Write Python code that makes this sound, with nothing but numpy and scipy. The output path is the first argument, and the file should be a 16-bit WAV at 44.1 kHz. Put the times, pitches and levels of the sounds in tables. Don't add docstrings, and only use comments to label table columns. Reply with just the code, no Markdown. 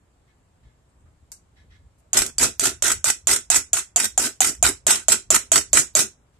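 import sys
import numpy as np
from scipy import signal
from scipy.fft import rfft, irfft, next_fast_len
from scipy.io import wavfile
from scipy.ndimage import uniform_filter1d

SR = 44100
rng = np.random.default_rng(int(sys.argv[2]) if len(sys.argv) > 2 else 0)


def inscribe(sig):
    pcm = np.round(np.clip(np.atleast_2d(sig).T, -1, 1) * 32767)
    wavfile.write(sys.argv[1], SR, pcm.astype(np.int16))


def elevation(decibels):
    levels = np.asarray(decibels, float)
    return 10 ** (levels / 20)


N = 281799

# [t/s, peak/dB, hollow knock f/Hz, knock level/dB, rim ring re peak/dB]
STRIKES = [(2.132, -7, 740, -30, -23.5), (2.383, -9, 575, -40, -12), (2.596, -6.5, 680, -38, -22),
           (2.824, -5.5, 601, -30.5, -33.5), (3.043, -5.5, 628, -30.5, -31.5),
           (3.2714, -4, 658, -29.5, -31.5), (3.5016, -2, 714, -22.5, -37.5),
           (3.7315, -3.5, 670, -27.5, -33.5), (3.961, -2.5, 701, -24, -34), (4.177, -4.5, 740, -18, -28),
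           (4.4056, -2, 755, -17.5, -30), (4.6268, -1.5, 700, -16, -34), (4.8675, -2, 642, -21.5, -35),
           (5.0842, -0.5, 651, -18, -32), (5.3045, -1.5, 625, -19.5, -32.5), (5.518, 0, 652, -19.5, -32),
           (5.7316, -1, 601, -21.5, -26), (5.9523, -2, 626, -20.5, -25.5)]


def evened(x):
    return x / np.sqrt(np.mean(x ** 2) + 1e-20)


def read(points, hz):
    f, value = np.transpose(points)
    return np.interp(np.log(hz + 1), np.log(f + 1), value)


def add(mix, start_s, sound):
    part = mix[..., round(start_s * SR):][..., :sound.shape[-1]]
    part += sound[..., :part.shape[-1]]


def resonate(x, hz, width_hz):
    return signal.lfilter(*signal.iirpeak(hz, hz / width_hz, SR), x)


def body(x, modes):
    out = 0
    for k, (hz, width_hz, db) in enumerate(modes):
        out = out + (-1) ** k * elevation(db) * resonate(x, hz, width_hz)
    return out


def colour(x, points):
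    level_db = read(points, abs(np.fft.fftfreq(4096, 1 / SR)))
    log_gain = np.log(elevation(np.maximum(level_db, -100)))
    taps = np.fft.ifft(np.exp(np.conj(signal.hilbert(log_gain)))).real[:2048]
    return signal.oaconvolve(x, taps[None], axes=1)[:, :N]


def grit(per_s, spread_db, apart_db):
    size = elevation(spread_db * np.minimum(rng.exponential(1, N), 4))
    size = size * (rng.random(N) < per_s / SR)
    common, apart = rng.standard_normal((2, N))
    return evened(size * (common + elevation(apart_db) * apart * np.array([[1], [-1]])))


def metal(x, points, ring_db):
    # [f/Hz, width/Hz, level/dB]
    spoon = [(5490, 58, -5), (6000, 78, 1.5), (6770, 60, 2), (7015, 210, 8.5), (7280, 73, 8),
             (7500, 67, 8.5), (7814, 130, 7), (8180, 110, 6.5), (8260, 90, 2), (8660, 80, 2.5),
             (8810, 63, 4), (9740, 90, -3.5), (10020, 100, -4)]
    return evened(evened(colour(x, points)) + elevation(ring_db) * evened(body(x, spoon)))


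def burst(peak_db, ms):
    t = np.arange(2000) / SR
    return elevation(peak_db - 8.0) * (1.0 + 1.6 * np.exp(-t / 0.0015)) / (1 + (t * 1000 / ms) ** 6)


def strikes():
    # [tick re peak/dB, chatter length/ms]
    touch = [(0, 8), (2, 5), (2.5, 5), (4, 5), (1.5, 6), (1.5, 14), (-1.5, 10), (-2, 12), (-2, 14),
             (-1.5, 11), (-2, 13), (1, 13), (-0.5, 15), (-0.5, 9), (0, 13), (-1, 13), (0, 14), (-0.5, 11)]
    # [f/Hz, level per Hz/dB]
    tick_colour = [(800, -25.5), (3000, -12.5), (6000, -3.5), (8000, 0.5), (11000, -7), (14500, -14),
                   (16500, -30), (17500, -60.5)]
    # [f/Hz, level per Hz/dB]
    blow = [(700, -31.5), (1200, -14.5), (2000, -23.5), (3300, -15.5), (5000, -27.5), (6000, -7), (7200, 2),
            (8500, -13), (10000, -11.5), (12000, -21.5), (14000, -23.5), (15600, -42.5)]
    # [f/Hz, width/Hz, level/dB]
    rim_modes = [(4627, 120, 1), (4800, 80, 4)]
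    chatter, rim = np.zeros((2, N))
    ticks, knocks = np.zeros((2, 2, N))
    t = np.arange(2000) / SR
    for (s, peak_db, knock_hz, knock_db, rim_db), (tick_db, ms) in zip(STRIKES, touch):
        add(chatter, s - .0002, burst(peak_db - 3.5, ms))
        one_sample_apart = np.array([[0, 0.86], [1, 0]])
        add(ticks, s, elevation(peak_db + tick_db + 12.5) * one_sample_apart)
        add(rim, s, burst(peak_db + rim_db, ms))
        side_phase = np.array([[.6], [-.6]]) * np.minimum(t / 0.0039, 1)
        swing = np.sin(2 * np.pi * knock_hz * t + side_phase)
        add(knocks, s, elevation(knock_db + 6.5 - 60 * t / 0.041) * swing * (1 - np.exp(-t / 0.00099)))
    slips = grit(per_s=18000.0, spread_db=1.0, apart_db=-2.1)
    clang = np.std(slips * chatter) * metal(slips * chatter + ticks, blow, ring_db=-5.0)
    clang = clang + bowl() + elevation(-12.5) * colour(ticks, tick_colour)
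    rim_ring = elevation(5.0) * np.std(slips * rim) * evened(body(slips * rim, rim_modes))
    return clang + rim_ring, knocks


def bowl():
    # [t/s, level of the four bowl modes/dB x4]
    rings = [(2.1321, -21.5, -32, -25, -24.5), (2.385, -21, -35, -30, -25),
             (2.596, -16.5, -24.5, -23, -21.5), (2.823, -19, -22, -26, -22.5),
             (3.0427, -17, -21.5, -23, -20.5), (3.2715, -16, -23.5, -19, -21.5),
             (3.5021, -11, -31, -15, -17), (3.7326, -11, -34, -14.5, -17), (3.9612, -11, -34, -15.5, -15.5),
             (4.1782, -13, -29, -16, -16.5), (4.4059, -15, -28.5, -18.5, -19),
             (4.6272, -14, -28, -19, -15.5), (4.8675, -12, -30, -18, -15), (5.0835, -12, -27, -18.5, -14.5),
             (5.3043, -12, -28.5, -19, -16), (5.5179, -10.5, -27, -19, -14.5),
             (5.7311, -10.5, -28, -18.5, -16), (5.9523, -11, -27, -20.5, -17.5)]
    # [f/Hz, t60/s, level/dB]
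    modes = [(7275, 0.036, -3), (5900, 0.05, 5), (6900, 0.062, 6), (7590, 0.041, 5.5)]
    damped_ms = 14
    out, t = np.zeros((2, N)), np.arange(2000) / SR
    for s, *levels_db in rings:
        turn = rng.uniform(-1.2, 1, (len(modes), 2))
        for db, (hz, t60_s, mode_db), (detune, apart) in zip(levels_db, modes, turn):
            side_phase = np.array([[1], [-1]]) * (0.71 + .5 * apart)
            swing = np.sin(2 * np.pi * hz * (1 + 0.0027 * detune) * t + side_phase)
            decay = elevation(db + mode_db - 60 * t / t60_s)
            add(out, s, decay * swing / (1 + (t * 1000 / damped_ms) ** 4))
    return out


def scraping():
    # [t/s, peak/dB, can wall share/dB, sharp tap on wall/dB]
    catches = [(2.17, 5.5, -18, -25), (2.1894, -9.5, -19.5, -27), (2.2193, -3, -21, -24),
               (2.2625, -9, -28, -43), (2.4278, -2, -16.5, -24), (2.637, -8.5, -16, -28),
               (2.6547, -5.5, -17.5, -27.5), (2.6903, -12, -19.5, -34), (2.8636, -4.5, -12.5, -24),
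               (2.9164, -0.5, -23, -25), (3.1012, 3, -24, -20.5), (3.313, 0, -17, -26.5),
               (3.3306, -1, -13.5, -25.5), (3.3614, -3, -16, -30.5), (3.5433, -4, -9, -23.5),
               (3.5597, -0.5, -17, -21.5), (3.769, -9.5, -11.5, -25), (3.9994, -1.5, -17, -23),
               (4.0435, -5, -22, -31.5), (4.0535, -2, -22, -30.5), (4.4455, -7, -8, -25),
               (4.6501, -0.5, -11, -18), (4.6651, 0, -10, -18.5), (4.9054, 0, -18.5, -19),
               (5.1191, 1.5, -19, -23.5), (5.345, -1.5, -11.5, -20.5), (5.5579, 4.5, -8.5, -16.5),
               (5.5779, -2, -16, -22), (5.7709, -1, -1.5, -22), (5.9909, -7, -3.5, -23),
               (2.8805, -5.5, -17.5, -29.5), (2.903, -7, -20, -30.5), (4.549, -26.5, -15.5, -50.5),
               (4.955, -11, -15, -34.5), (3.0867, -7.5, -17.5, -30), (5.611, -14.5, -14.5, -34)]
    catch_ms = [8, 3.5, 5.5, 5, 6, 5, 6, 6, 4, 7.5, 7, 4.5, 5, 5, 6, 8, 4.5, 6, 4, 4, 5.5, 4.5, 5, 7, 8.5,
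                6.5, 5.5, 5, 6.5, 6.5, 2.5, 2, 3.5, 6.5, 5.5, 4]
    # [f/Hz, level per Hz/dB]
    edge_colour = [(2500, -32), (3800, -14.5), (4800, -14), (5500, -9), (6500, -8), (7500, -5.5),
                   (8800, -6), (10000, -13.5), (12000, -16.5), (14000, -23), (14800, -32), (15600, -50)]
    # [f/Hz, width/Hz, level/dB]
    wall_modes = [(885, 260, -5.5), (1156, 150, -3.5), (1360, 164, 1.5), (1558, 101, 3.5), (1775, 280, -3),
                  (2036, 138, 1), (2433, 356, -1.5), (3467, 1630, -2.5), (4240, 1570, -4.5)]
    # [f/Hz, width/Hz, level/dB]
    paste_modes = [(138, 74, -5), (199, 57, -2), (239, 76, 1), (348, 82, 2.5), (401, 61.5, 3.5),
                   (670, 100, -7.5)]
    edge, wall, paste = stroke_gains()
    taps, t = np.zeros(N), np.arange(800) / SR
    for (s, peak_db, wall_db, tap_db), ms in zip(catches, catch_ms):
        add(taps, s, elevation([tap_db + 20.5]))
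        catch = elevation(peak_db - 13.5) * np.exp(-(t * 1000 / ms) ** 1.6) * (1 - np.exp(-t / 0.0003))
        add(edge, s, catch)
        add(wall, s, catch * elevation(wall_db + 1.0))

    judder = elevation(1.4 * evened(uniform_filter1d(rng.standard_normal(N), 200)))
    bright = evened(grit(per_s=9000., spread_db=1.5, apart_db=0.2) * judder) * edge * elevation(-0.2)
    bright = bright + elevation(-3.0) * taps
    dull = evened(grit(per_s=5000., spread_db=2.0, apart_db=-3.5) * judder) * wall * elevation(0.6)
    dull_ring = body(dull, wall_modes)
    sound = np.std(bright) * metal(bright, edge_colour, ring_db=-5.0) + np.std(dull) * evened(dull_ring)
    sound = cupped(sound, patchy_db=2.8) + resonate(taps, 1300, 2200)
    sound = sound + np.std(dull) / np.std(dull_ring) * body(taps, wall_modes)
    smack = grit(per_s=2500., spread_db=1.5, apart_db=-23.5) * paste * elevation(-0.5)
    return sound, np.std(smack) * evened(body(smack, paste_modes))


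def stroke_gains():
    # [glide t/s, glide level/dB, dig t/s, dig level/dB, 40 dB fade/s]
    strokes = [(2.162, -26.5, 2.176, -17, 0.17), (2.4, -23.5, 2.445, -15, 0.07),
               (2.614, -23.5, 2.664, -17.5, 0.09), (2.87, -20, 2.917, -23.5, 0.05),
               (3.097, -21, 3.104, -18, 0), (3.293, -19, 3.341, -21, 0.08), (3.538, -23, 3.566, -17, 0.07),
               (3.748, -26.5, 3.786, -21.5, 0.0655), (3.983, -24, 4.061, -24, 0.01),
               (4.214, -23.5, 4.262, -19, 0.06), (4.423, -19, 4.49, -22, 0.07),
               (4.669, -20, 4.689, -19.5, 0.05), (4.9, -19.5, 4.91, -13, 0.1257),
               (5.117, -25, 5.123, -13.5, 0.07), (5.335, -22, 5.366, -11.5, 0),
               (5.538, -19.5, 5.582, -16.5, 0.03), (5.751, -17, 5.789, -15, 0.074),
               (5.98, -18, 6.015, -17, 0.056)]
    # [wall gliding/dB, wall digging/dB, paste gliding/dB, paste digging/dB]
    loads = [(-1.5, -10, -7, -15), (-6.5, -9.5, -10.5, -14), (-10.5, -9.5, -13, -15), (-7, -4.5, -15, -14),
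             (-9, -12, -21.5, -15.5), (-8, -8.5, -16.5, -16), (-5, -12.5, -23, -20), (-10, -10.5, -21, -27),
             (-5.5, -14, -15, -19.5), (-9, -14, -13.5, -16.5), (-9, -14.5, -19, -17.5),
             (-6, -11, -16, -12.5), (-6, -9, -17, -21.5), (-9.5, -9.5, -17.5, -17.5), (-7.5, -9, -14, -16),
             (-9, -11.5, -17, -12), (-9, -14.5, -14, -17.5), (-6.5, -12.5, -16, -15)]
    settle_s, settle_db = 0.0073, -14
    linger_wall_db, linger_paste_db = 2.5, 8.5
    trail_db, trail_db_per_s = -24.5, -220
    out = np.zeros((3, N))
    for (hit, peak_db, *_), (glide, glide_db, dig, dig_db, fade), load in zip(STRIKES, strokes, loads):
        t = np.arange(hit + settle_s, dig + 0.13, 1 / SR)
        at = [t[0], glide, dig, dig + 2 * fade]
        edge = elevation(np.interp(t, at, [peak_db + settle_db, glide_db, dig_db, dig_db - 2 * 40]))
        edge += (t > dig) * elevation(dig_db + trail_db + trail_db_per_s * (t - dig))
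        at[3] = dig + fade / 2
        wall_db = np.interp(t, at, [load[0], load[0], load[1], load[1] + linger_wall_db])
        paste_db = np.interp(t, at, [load[2], load[2], load[3], load[3] + linger_paste_db])
        add(out, t[0], edge * elevation([0 * t, wall_db, paste_db]) * signal.windows.tukey(len(t), .06))
    return out


def cupped(x, patchy_db):
    z = signal.stft(x, nperseg=256)[2]
    patches = rng.standard_normal(z.shape[:0:-1]).T
    patches = evened(uniform_filter1d(uniform_filter1d(patches, 2, 0), 12, 1))
    return signal.istft(z * elevation(patchy_db * patches), nperseg=256)[1][:, :N]


def snap():
    # [t/s, peak/dB, length/ms]
    clicks = [
        (1.3177, -31, 10),
    ]
    # [f/Hz, level per Hz/dB]
    click_colour = [(350, -35), (600, -23), (979, -13), (1450, -22), (1600, -20), (3420, -26.5),
                    (4430, -15), (7840, -2.5), (14100, -20), (15500, -52.5)]
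    push = np.zeros(N)
    for s, peak_db, ms in clicks:
        add(push, s, burst(peak_db, ms))
    push = push * grit(per_s=28000.0, spread_db=2.5, apart_db=-1.0)
    ring = evened(resonate(push, 4650, 130))
    return np.std(push) * (evened(colour(push, click_colour)) + elevation(-17.) * ring)


def handling():
    # [f/Hz, width/Hz, level/dB]
    shell = [(1710, 18, 9), (1864, 630, -2.5), (2175, 32, 5), (3040, 100, -10.5), (3450, 87, -7.5),
             (3820, 59, -1.5), (4470, 3400, -15), (5590, 270, -9)]
    # [t/s, level/dB, f/Hz, width/Hz, length/s]
    touches = [
        (0.884, -74, 8240, 600, .03),
        (0.987, -74.5, 7860, 600, 0.037),
        (1.051, -68, 1290, 150, 0.044),
        (1.975, -68, 8500, 3000, 0.04),
        (1.987, -68, 650, 60.1, 0.11),
        (6.329, -72.5, 3000, 3500, .055),
    ]
    brush = grit(per_s=9000.0, spread_db=2.0, apart_db=0.0) * brush_gain()
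    out = elevation(-2.5) * np.std(brush) * evened(body(brush, shell))
    for s, db, hz, width_hz, length_s in touches:
        rub = evened(resonate(rng.standard_normal((2, 8000)), hz, width_hz))[:, :round(length_s * SR)]
        add(out, s, elevation(db) * rub * signal.windows.tukey(rub.shape[1], .6))
    return out


def brush_gain():
    # [t/s, level/dB, hold/s, 40 dB fade/s]
    brushes = [
        (.277, -66, .032, .11),
        (.637, -66, .032, 0.25),
        (1.568, -58.5, 0.038, .11),
        (1.708, -57, .045, .13),
    ]
    rise_s = 0.03
    t, gain = np.arange(N) / SR, np.zeros(N)
    for s, db, hold, fade in brushes:
        at = [s - 2 * rise_s, s, s + hold, s + hold + 2 * fade]
        gain += elevation(np.interp(t, at, [db - 82, db, db, db - 80]))
    return gain


def leaned(x):
    # [f/Hz, left minus right/dB]
    lean = [(200, -.5), (700, 1.5), (1290, -2.5), (2380, -.5), (4400, -3), (6500, -5), (9000, -3.5),
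            (15000, -2)]
    size = next_fast_len(N)
    half_db = read(lean, np.fft.rfftfreq(size, 1 / SR)) / 2
    return irfft(rfft(x, size) * elevation([half_db, -half_db]), size)[:, :N]


def kitchen(x, count=2):
    # [f/Hz, t60/s]
    decay = [(250, 0.15), (700, 0.12), (2000, 0.18), (4000, 0.19), (6000, .2), (8000, 0.17), (11000, 0.15),
             (14000, 0.125)]
    size = SR // 4
    taps = np.zeros((count, 2, size))
    at = np.arange(100, size - 20, 20) + rng.integers(0, 20, (count, 2, (size - 101) // 20))
    np.put_along_axis(taps, at, rng.choice([-1., 1.], at.shape), 2)
    hz, t, z = signal.stft(taps, SR, nperseg=256)
    tails = signal.istft(z * elevation(-60 * t / read(decay, hz)[:, None]), SR, nperseg=256)[1]
    turn = np.pi * (np.arange(N) / SR / .5 + np.arange(count)[:, None] / count)
    fed = x * np.sqrt(2 / count) * np.sin(turn)[:, None]
    return signal.fftconvolve(fed, tails / np.linalg.norm(tails[0, 0]), axes=2).sum(0)[:, :N]


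def air():
    # [f/Hz, level per Hz/dB]
    hiss_colour = [(60, -3.5), (120, 1.5), (250, -5.5), (500, -9), (1000, -11.5), (2000, -20), (4000, -25),
                   (6000, -27.5), (7600, -20), (9500, -28.5), (13000, -37), (15500, -51)]
    # [f/Hz, correlation/1]
    likeness = [(60, 0.9), (180, 0.89), (550, 0.69), (1650, -0.27), (4970, 0.26), (15000, -0.03)]
    # [t/s, level/dB, 25 dB fall either side/s]
    jolt_events = [(.67, -49, 0.06), (1.05, -52.5, 0.13), (1.23, -54, 0.03), (1.68, -53, 0.3),
                   (1.85, -50, 0.08), (2.21, -37.5, 0.09), (2.44, -36.5, 0.12), (2.65, -43.5, 0.1),
                   (2.74, -47, 0.1), (2.85, -45.5, 0.1), (2.97, -38, .07), (3.08, -39.5, 0.04),
                   (3.31, -39, .1), (3.57, -41, 0.1), (3.75, -45, 0.06), (4.05, -52, 0.16),
                   (4.2, -41, 0.08), (4.47, -45, 0.07), (4.65, -30, 0.09), (4.89, -54, 0.3),
                   (5.11, -47.5, 0.08), (5.34, -40.5, 0.1), (5.57, -41.5, 0.1), (5.75, -39.5, 0.08),
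                   (5.97, -53, 0.26)]
    hiss_db, rumble_db = -66.5, -63.5
    frames, hz = N // 256 + 5, np.fft.rfftfreq(1024, 1 / SR)
    a, b, c, d, patches = rng.standard_normal((frames, 513, 5)).T
    patches = evened(uniform_filter1d(uniform_filter1d(patches, 12, 0), 10, 1))
    same = np.clip(read(likeness, hz), -1, 1)[:, None]
    left = a + 1j * b
    delay = np.exp(-2j * np.pi * hz[:, None] * .00027)
    right = same * left * delay + np.sqrt(1 - same ** 2) * (c + 1j * d)
    z = np.array([left, right]) * elevation(read(hiss_colour, hz)[:, None] + 0.79 * patches)
    hiss = signal.istft(z, nperseg=1024, noverlap=768)[1][:, :N]

    common, apart = rng.standard_normal((2, N))
    low = np.array([common + 0.15 * apart, common - 0.15 * apart])
    upper = resonate(resonate(low, 78, 45), 84, 45)
    low = resonate(resonate(low, 66, 31), 59, 28) + elevation(-6.) * upper
    low /= np.sqrt(uniform_filter1d(low.mean(0) ** 2, 5000) + 1e-12)
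    t = np.arange(N) / SR
    jolts = sum(elevation(db - 25 * abs(t - s) / fall) for s, db, fall in jolt_events)
    return elevation(hiss_db + 3.0) * evened(hiss) + low * (elevation(rumble_db) + jolts)


def scene():
    clang, knock = strikes()
    grate, smack = scraping()
    click = snap()
    high = leaned(clang + grate) + handling() + click
    low = knock * elevation([[1.4], [-1.4]]) + smack * elevation([[.8], [-.8]])
    wet = elevation(-8.0) * high + elevation(-8.0) * low + elevation(-10.0) * click
    return high + low + kitchen(wet) + air()


def topped(x):
    top_hz, sudden_db = 14350, 14
    low = signal.oaconvolve(x, signal.firwin(255, top_hz, window=("kaiser", 7), fs=SR)[None], "same")
    power = (x ** 2).mean(0)
    before = uniform_filter1d(power, size=401, origin=200)[np.maximum(np.arange(N) - 200, 0)]
    jump = uniform_filter1d(power, size=128) > elevation(2 * sudden_db) * before
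    is_open = uniform_filter1d(1. * jump, size=150) > 0
    return low + (x - low) * uniform_filter1d(is_open, size=100, output=float)


def starve(x, size=5):
    # [f/Hz, level/dB]
    starved = [(2300, -71), (3000, -37), (3900, -28), (4750, -21), (5300, -45), (6000, -79), (10000, -72),
               (11500, -33), (13000, -27), (14800, -30)]
    hz, t, z = signal.stft(x, SR, nperseg=1024)
    power = (abs(z[:, :510]) ** 2).mean(0).reshape(-1, size, len(t)).mean(1)
    level_db = 10 * np.log10(power + 1e-14)
    fall_db = np.arange(len(t)) * 2.4
    loud_db = np.maximum.accumulate(level_db[len(power) // 5:].max(0) + fall_db) - fall_db
    chance_db = 13.0 * evened(uniform_filter1d(rng.standard_normal(power.shape), 6, 1))
    under_db = loud_db + read(starved, hz[size // 2:510:size])[:, None] + chance_db - level_db
    under_db[len(power) // 2:] += 0.8 * np.minimum(loud_db + 50., 0)
    under_db[:, 2:] *= loud_db[2:] - loud_db[:-2] < 9.
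    z[:, :510] *= np.repeat(elevation(-np.clip(7.1 * under_db, 0, 26)), size, 0)
    return signal.istft(z, nperseg=1024)[1][:, :N]


def band_limit(x):
    return signal.sosfilt(signal.butter(12, 15620, fs=SR, output="sos"), x)


def record(dry):
    rounded = 1.047 * np.tanh(dry / 1.135)
    limited = signal.oaconvolve(rounded, signal.firwin(127, 15350, fs=SR)[None], "same")
    return band_limit(np.clip(starve(topped(limited)), -1, 1))


dry = scene()
out = record(dry)
inscribe(out)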